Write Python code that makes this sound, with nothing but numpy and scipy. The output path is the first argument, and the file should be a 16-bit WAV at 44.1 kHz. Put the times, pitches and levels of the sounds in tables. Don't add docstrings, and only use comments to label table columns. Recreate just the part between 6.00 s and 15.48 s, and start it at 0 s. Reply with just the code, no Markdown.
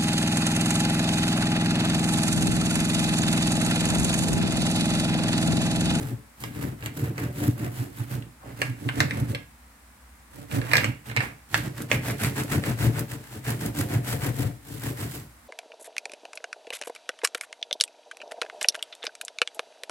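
import sys
import numpy as np
from scipy import signal
from scipy.fft import rfft, irfft
from scipy.io import wavfile
from scipy.ndimage import uniform_filter1d, map_coordinates

SR = 44100
rng = np.random.default_rng(int(sys.argv[2]) if len(sys.argv) > 2 else 0)


def int16_out(signal):
    q = np.round(np.clip(np.atleast_2d(signal).T, -1, 1) * 32767)
    wavfile.write(sys.argv[1], SR, q.astype(np.int16))


N = 418068
TIME = np.arange(N) / SR

# (middle [s], length [s], tearing [dB], plucking above tearing [dB],
# table thrum [dB])
STROKES = [(0.001, 0.49, -49.5, 0, -37.5), (0.442, 0.22, -50.5, -2.5, -43.5), (0.62, 0.37, -51, 3.5, -38),
           (0.847, 0.22, -55, 6, -41.5), (0.998, 0.21, -48.5, 1, -38), (1.052, 0.21, -53, 5, -38),
           (1.215, 0.25, -51.5, 8, -34.5), (1.425, 0.34, -46.5, 0.5, -35.5), (1.627, 0.26, -51.5, 5.5, -37),
           (1.792, 0.31, -49, -0.5, -43), (1.996, 0.24, -52, 1, -46.5), (2.13, 0.19, -47.5, 1, -36.5),
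           (2.491, 0.27, -61, 5.5, -48), (2.64, 0.33, -51.5, 2.5, -41), (2.857, 0.31, -52.5, -1.0, -42),
           (2.999, 0.23, -44, 2, -31.5), (3.165, 0.41, -52, 5, -38), (3.304, 0.11, -47.5, -1.5, -38.5),
           (4.387, 0.28, -57, -1, -47.5), (4.547, 0.18, -42.5, 2.0, -30), (4.767, 0.43, -45, 8, -34.5),
           (5.089, 0.14, -50.5, 1.5, -42), (5.225, 0.28, -52, 8, -46), (5.56, 0.21, -41.5, -3.8, -37),
           (5.65, 0.14, -45.5, 1, -38), (5.796, 0.19, -48, 1, -41), (5.937, 0.15, -40.5, 1, -32.5),
           (6.081, 0.19, -39.5, 1, -34.5), (6.238, 0.2, -37, 0, -31.5), (6.387, 0.16, -40, 2.5, -35),
           (6.536, 0.19, -38, 2.0, -32), (6.684, 0.19, -39.5, 2.0, -35), (6.834, 0.2, -38, 1.0, -30.5),
           (6.978, 0.16, -44, 4, -36), (7.123, 0.14, -44, -2.0, -41), (7.26, 0.3, -57.0, -0.5, -63),
           (7.346, 0.23, -51.5, -1.5, -45.5), (7.492, 0.19, -41, 0, -32.5), (7.642, 0.2, -42.0, 0, -33.5),
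           (7.79, 0.17, -38.5, -1.5, -31), (7.934, 0.18, -41.0, 2, -30), (8.107, 0.23, -39, -1.5, -34.5),
           (8.25, 0.2, -41.5, 2, -32), (8.409, 0.26, -43, -1, -36), (8.73, 0.34, -50, -5, -45.5),
           (8.863, 0.23, -42.5, -1, -38), (9.019, 0.22, -43.5, -0.5, -38), (9.147, 0.29, -47.5, -3.5, -47)]
# (frequency [Hz], relative density [dB])
BURST_COLOUR = [(1000, -22), (3000, -4.5), (6000, -2), (9000, 1.5), (12500, 8), (16000, 1)]


def undb(db):
    return 10 ** (np.asarray(db) / 20)


def unit(x):
    return x / np.sqrt(np.mean(x ** 2))


def fade(t, t60):
    return np.exp(-np.log(1000) * t / t60)


def add(track, s, sound):
    i = max(int(s * SR), 0)
    track[i:i + len(sound)] += sound[:N - i]


def colour(x, points):
    hz, db = np.transpose(points)
    size = 4096
    f = np.maximum(np.fft.rfftfreq(size, 1 / SR), 1)
    log_gain = np.log(undb(np.interp(np.log(f), np.log(hz), db)))
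    cepstrum = irfft(log_gain)
    cepstrum[1:size // 2] *= 2
    cepstrum[size // 2 + 1:] = 0
    impulse = irfft(np.exp(rfft(cepstrum)))
    return signal.fftconvolve(x, impulse)[:len(x)]


def grains(rate, spread_db):
    hits = rng.random(N) < rate / SR
    sizes = rng.standard_normal(N) * undb(spread_db * rng.standard_normal(N))
    return unit(hits * sizes)


def resonance(x, hz, width):
    turn = np.exp(2j * np.pi * np.cumsum(hz) / SR)
    low = signal.butter(2, width / 2, fs=SR, output="sos")
    return unit(np.real(turn * signal.sosfilt(low, x / turn)))


def snap(points, t60):
    t = np.arange(SR // 10) / SR
    spectrum = rfft(rng.choice([-1, 1], len(t)) * fade(t, t60))
    flat = irfft(spectrum / (np.abs(spectrum) + 1e-9), len(t))
    x = colour(flat * fade(t, 10 * t60), points)
    return x / np.linalg.norm(x)


def kitchen(noise_db=-55.5, apart_hz=700, hum_hz=60, hum_db=-57.5):
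    # (frequency [Hz], relative density [dB])
    noise_colour = [(25, -17), (45, -13), (62, 9.5), (100, -5), (170, -7), (240, 0), (380, -16.5),
                    (850, -9.5), (2100, -13), (3000, -21.5), (6500, -23.5), (8000, -19.5), (12000, -22.5),
                    (16000, -27)]
    mid, side = (unit(colour(rng.standard_normal(N), noise_colour)) for _ in range(2))
    side = signal.sosfilt(signal.butter(1, apart_hz, "high", fs=SR, output="sos"), side)
    hum = undb(hum_db) * unit(np.sin(2 * np.pi * hum_hz * TIME))
    return undb(noise_db) * np.array([mid + side, mid - side]) + hum


def sweep(middle, length):
    start = max(middle - length / 2, 0)
    travel = (np.arange(start, middle + length / 2, 1 / SR) - middle) / length
    return start, travel, np.abs(np.cos(np.pi * travel))


def linger(power, near_db, far_db, t60):
    keep = fade(1 / SR, t60)
    slow = signal.lfilter([1 - keep], [1, -keep], power)
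    return undb(near_db) ** 2 * power + undb(far_db) ** 2 * slow


def stroke_energy(arch=3.42, slide=0.065, rows_db=2.5, middling_hz=1670, middling_db=-43.5, hz_per_db=11):
    tear, bite, note_hz = np.zeros(N), np.zeros(N), np.full(N, middling_hz, float)
    for middle, length, db, bite_db, _ in STROKES:
        start, travel, speed = sweep(middle, length)
        add(bite, start, (speed ** arch * undb(db + bite_db)) ** 2)
        add(tear, start, (speed ** arch * undb(db)) ** 2)
        stroke_hz = middling_hz + hz_per_db * (db - middling_db)
        note_hz[int(start * SR):][:len(travel)] = stroke_hz * np.exp(-slide * travel)
    rows = undb(rows_db * unit(uniform_filter1d(rng.standard_normal(N), size=300))) ** 2
    rows = rows / rows.mean()
    return tear * rows, bite * rows, note_hz


def scraping(tear, bite, note_hz, hiss_db=-1, spatter_db=-9, rasp_db=-3, note_db=-4):
    # (frequency [Hz], relative density [dB])
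    hiss_colour = [(1500, -10.5), (3000, 1.5), (4500, -0.5), (6300, -2.5), (7700, 2.5), (8800, 1),
                   (10300, 1.5), (12000, 3.5), (16000, -2.5)]
    rasp_colour = [(150, -2.5), (300, 2.5), (550, -0.5), (900, 2), (1200, -6), (1600, -3.5), (2300, -6),
                   (2700, -4), (3300, -12.5), (6000, -17.5)]
    hiss = undb(hiss_db) * unit(colour(grains(rate=14000, spread_db=5.0), hiss_colour))
    spatter = undb(spatter_db) * unit(colour(grains(rate=110, spread_db=1.5), BURST_COLOUR))
    rasp = undb(rasp_db) * unit(colour(grains(rate=2200, spread_db=0.0), rasp_colour))
    note = undb(note_db) * resonance(grains(rate=1500, spread_db=2.0), note_hz, width=1040)
    return (hiss + spatter) * np.sqrt(tear) + (rasp + note) * np.sqrt(bite)


def pressure(arch=4.24, lag_s=0.015, overhang_s=0.025):
    power = np.zeros(N)
    for middle, length, _, _, db in STROKES:
        start, _, speed = sweep(middle + lag_s, length + overhang_s)
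        add(power, start, (speed ** arch * undb(db)) ** 2)
    return np.sqrt(linger(power, near_db=4.5, far_db=4.5, t60=0.18))


def table_ring():
    # (frequency [Hz], width [Hz], relative level [dB])
    table_modes = [(63, 28, -12.5), (106.7, 23.4, 0.5), (124.05, 19.1, 5), (163.4, 40, -7.5),
                   (210.4, 15.6, -6), (290.9, 38, -7.5), (381.8, 9.4, -15), (436.6, 22, -15.5),
                   (574.4, 33, -20.5), (702, 52, -27.5)]
    t = np.arange(SR // 3) / SR
    ring = np.zeros(len(t))
    for k, (hz, width, db) in enumerate(table_modes):
        decay = width * np.exp(-np.pi * width * t)
        ring += (-1) ** k * undb(db) * decay * np.sin(2 * np.pi * hz * t)
    return ring


def thrum(thrum_db=1.0, jolt_db=2.5, jolt_hz=120, rattle_db=-14, lumps_db=1.0, after_db=-9, after_t60=0.26):
    # (middle [s], relative level [dB], length [s])
    jolts = [(0.133, -27, 0.063), (1.033, -22.5, 0.05), (1.105, -26.5, 0.049), (1.491, -14, 0.042),
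             (1.63, -23, 0.038), (1.812, -24.5, 0.059), (2.013, -25, 0.049), (2.704, -26.5, 0.067),
             (2.869, -23, 0.047), (3.223, -19.5, 0.045), (3.305, -24, 0.058), (4.59, -16.5, 0.08),
             (4.891, -24.5, 0.061), (5.19, -21.5, 0.057), (6.578, -18, 0.043), (6.882, -18.5, 0.059),
             (7.965, -19, 0.04), (8.398, -23, 0.043), (8.467, -24, 0.043)]
    shake = signal.fftconvolve(grains(rate=510, spread_db=0), table_ring())[:N]
    shake = shake / np.sqrt(uniform_filter1d(shake ** 2, size=1800) + 1e-9)
    lumps = undb(lumps_db * unit(uniform_filter1d(rng.standard_normal(N), size=1300)))
    shudder, catch = np.zeros(N), np.zeros(N)
    t = np.arange(SR // 3) / SR
    for s, db, length in jolts:
        swell = np.sin(np.pi * np.minimum(t / length, 1)) ** 2
        after = undb(after_db) * fade(t - length / 2, after_t60) * (t > length / 2)
        tone = np.sin(2 * np.pi * jolt_hz * t)
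        add(catch, s - length / 2, undb(db) * swell)
        add(shudder, s - length / 2, undb(db) * np.maximum(swell, after) * tone)
    upper = signal.sosfilt(signal.butter(3, [190, 480], "band", fs=SR, output="sos"), shake)
    rattle = undb(rattle_db) * catch * unit(upper)
    return undb(thrum_db) * shake * lumps * pressure() + undb(jolt_db) * shudder + rattle


def bursts(burst_db=11):
    # (time [s], relative level [dB])
    burst_events = [(0.405, -30), (1.479, -24), (3.2007, -25), (5.5764, -16.5), (5.8197, -20),
                    (6.4355, -20), (6.993, -14.5), (7.5037, -16.5), (7.661, -17.5), (7.788, -16),
                    (8.127, -22), (8.264, -20)]
    out = np.zeros(N)
    for s, db in burst_events:
        add(out, s, undb(db + burst_db) * snap(BURST_COLOUR, t60=.016))
    return out


def grater_ring():
    # (frequency [Hz], relative level [dB], t60 [s])
    grater_modes = [(780, -17, 0.19), (1190, 0.5, 0.11), (1636, 8.5, 0.22), (1713, 4, 0.074),
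                    (1900, -15, 0.54), (1890, -13, 0.34), (2144, 15, 0.057), (2330, 12, 0.1),
                    (2420, 2, 0.16), (2750, 10, 0.14), (2900, -4, .08), (3800, -4, .07), (4460, -22, 0.057),
                    (8250, 2, 0.036)]
    t = np.arange(SR // 3) / SR
    ring = 0
    for hz, db, t60 in grater_modes:
        weight = undb(db + 2 * rng.standard_normal())
        detune = 1 + .004 * rng.standard_normal()
        ring = ring + weight * fade(t, t60) * np.sin(2 * np.pi * (hz * detune * t + rng.random()))
    return ring / np.linalg.norm(ring)


def clacks(knock_db=8, crack_db=11, ring_db=1, clatter_db=7, clatter_t60=0.0062, knock_t60=0.0054,
           crack_t60=0.00092):
    # (time [s], relative level [dB], crack brightness [dB])
    clack_events = [(0.4382, -15.5, -11), (0.8255, -26.5, -28), (0.8605, -18.5, -6.5), (1.1802, -20, -27),
                    (2.2238, -35, -22), (2.6175, -6.5, -15.5), (2.8894, -14.5, -29), (3.0041, -7, -3),
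                    (3.1093, -16, -31), (3.3488, -12, -16), (4.5138, -25, -17), (4.616, -18.5, -21),
                    (4.7153, -14.5, -19), (4.7345, -2, -9.5), (4.7547, -4.5, -12.5), (4.7695, -7.5, -3),
                    (4.7809, -9.5, -16), (4.8441, -10.5, -10.5), (5.0986, -25.5, -17), (5.1147, -22.5, -27),
                    (5.1648, -11, -7), (5.1721, -9, -28), (5.2054, -12.5, -32), (5.5436, -5, -7),
                    (5.9151, -5.5, -15), (6.1, -20.5, -10), (6.2467, -13.5, -8), (6.6383, -21, -14),
                    (7.466, -24, -15)]
    # (frequency [Hz], relative density [dB])
    knock_colour = [(100, -23), (280, -12), (480, 7.5), (700, -1.5), (1050, -11), (1750, 6), (2450, 3),
                    (3200, -3), (4400, -8), (6500, -21), (16000, -111)]
    crack_colour = [(2000, -30), (4200, 6), (5500, 2.5), (6600, -1), (7900, 1), (9300, -11), (12000, 1),
                    (16000, -15)]
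    out = np.zeros(N)
    for s, db, bright_db in clack_events:
        add(out, s, undb(db + knock_db) * snap(knock_colour, knock_t60))
        add(out, s, undb(db + crack_db + bright_db) * snap(crack_colour, crack_t60))
        ring = grater_ring()
        choked = ring * fade(np.arange(len(ring)) / SR, clatter_t60)
        clatter = undb(db + clatter_db) * choked / np.linalg.norm(choked)
        add(out, s, clatter + undb(db + ring_db) * ring)
    return out


def skid(width=480):
    # (time [s], level [dB], centre [Hz])
    skid_course = [(2.40, -75, 1400), (2.425, -52, 950), (2.45, -51, 500), (2.49, -46, 317),
                   (2.56, -70, 250)]
    s, db, hz = np.transpose(skid_course)
    gain = np.interp(TIME, s, undb(db), left=0, right=0)
    return gain * resonance(rng.standard_normal(N), np.interp(TIME, s, hz), width)


def room_tail(early_db=5, early_t60=0.039):
    # (centre [Hz], wall t60 [s], echo energy relative to the direct sound [dB])
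    room_bands = [(131, 0.77, -35), (398, 0.24, -6.5), (920, 0.23, 5.5), (2080, 0.35, 0),
                  (4670, 0.28, -0.5), (9700, 0.15, 0), (15800, 0.78, -5)]
    t = np.arange(20480) / SR
    hz, t60, db = np.transpose(room_bands)
    log_f = np.log(np.maximum(np.fft.rfftfreq(len(t), 1 / SR), 1))
    noise, tail = rfft(rng.standard_normal(len(t))), 0
    early = undb(early_db) * fade(t, early_t60)
    for k, share in enumerate(np.eye(len(hz))):
        shape = fade(t, t60[k]) + early
        band = irfft(noise * np.interp(log_f, np.log(hz), share))
        tail = tail + band * undb(db[k]) * shape / np.linalg.norm(shape)
    return tail


def room(x, size=16384):
    out = np.zeros(N)
    padded = np.pad(x, size)
    for i in range(0, N + size, size):
        piece = padded[i:i + 2 * size]
        window = signal.windows.cosine(2 * size)[:len(piece)]
        wet = signal.fftconvolve(piece * window, room_tail())
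        add(out, (i - size) / SR, wet[max(size - i, 0):])
    return out


def scene(table_pan_db=0.5, direct_db=1.5, top_hz=10000):
    # (time [s], left minus right [dB], delay of the left port [ms], treble [dB])
    bearing = [(0, -2.5, 0.22, -0.5), (2, -1, 0.29, 0), (2.7, -2.5, 0.48, -5.5), (4.8, -3.5, 0.5, -3.5),
               (5.5, -3, 0.074, -6.5), (6, -1, -0.067, -5), (6.6, -0.5, -0.135, -4), (8.2, 0.5, -0.12, -2),
               (9.4, -1.5, -0.14, -1.5)]
    s, *columns = np.transpose(bearing)
    pan_db, lag_ms, top_db = (np.interp(TIME, s, c) for c in columns)
    sides = np.array([[1], [-1]]) / 2
    tear, bite, note_hz = stroke_energy()
    body = clacks() + bursts() + skid() + undb(sides * table_pan_db) * thrum()
    near = body + undb(direct_db) * scraping(tear, bite, note_hz)
    places = (TIME - sides * lag_ms / 1000) * SR
    direct = np.array([map_coordinates(x, [at], order=3) for x, at in zip(near, places)])
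    scattered_tear = linger(tear, near_db=4.5, far_db=-0.5, t60=0.25)
    scattered_bite = linger(bite, near_db=2, far_db=2.5, t60=0.14)
    echoes = np.array([room(x) + scraping(scattered_tear, scattered_bite, note_hz) for x in body])
    heard = (direct + echoes) * undb(sides * pan_db)
    top = signal.sosfiltfilt(signal.butter(2, top_hz, "high", fs=SR, output="sos"), heard)
    return heard + (undb(top_db) - 1) * top + kitchen()


def record(dry, bass_hz=48, top_hz=16100):
    thin = signal.sosfilt(signal.butter(5, bass_hz, "high", fs=SR, output="sos"), dry)
    low_pass = signal.ellip(10, .2, 70, top_hz, fs=SR, output="sos")
    return signal.sosfilt(low_pass, np.clip(thin, -1, 1))


dry = scene()
out = record(dry)
int16_out(out)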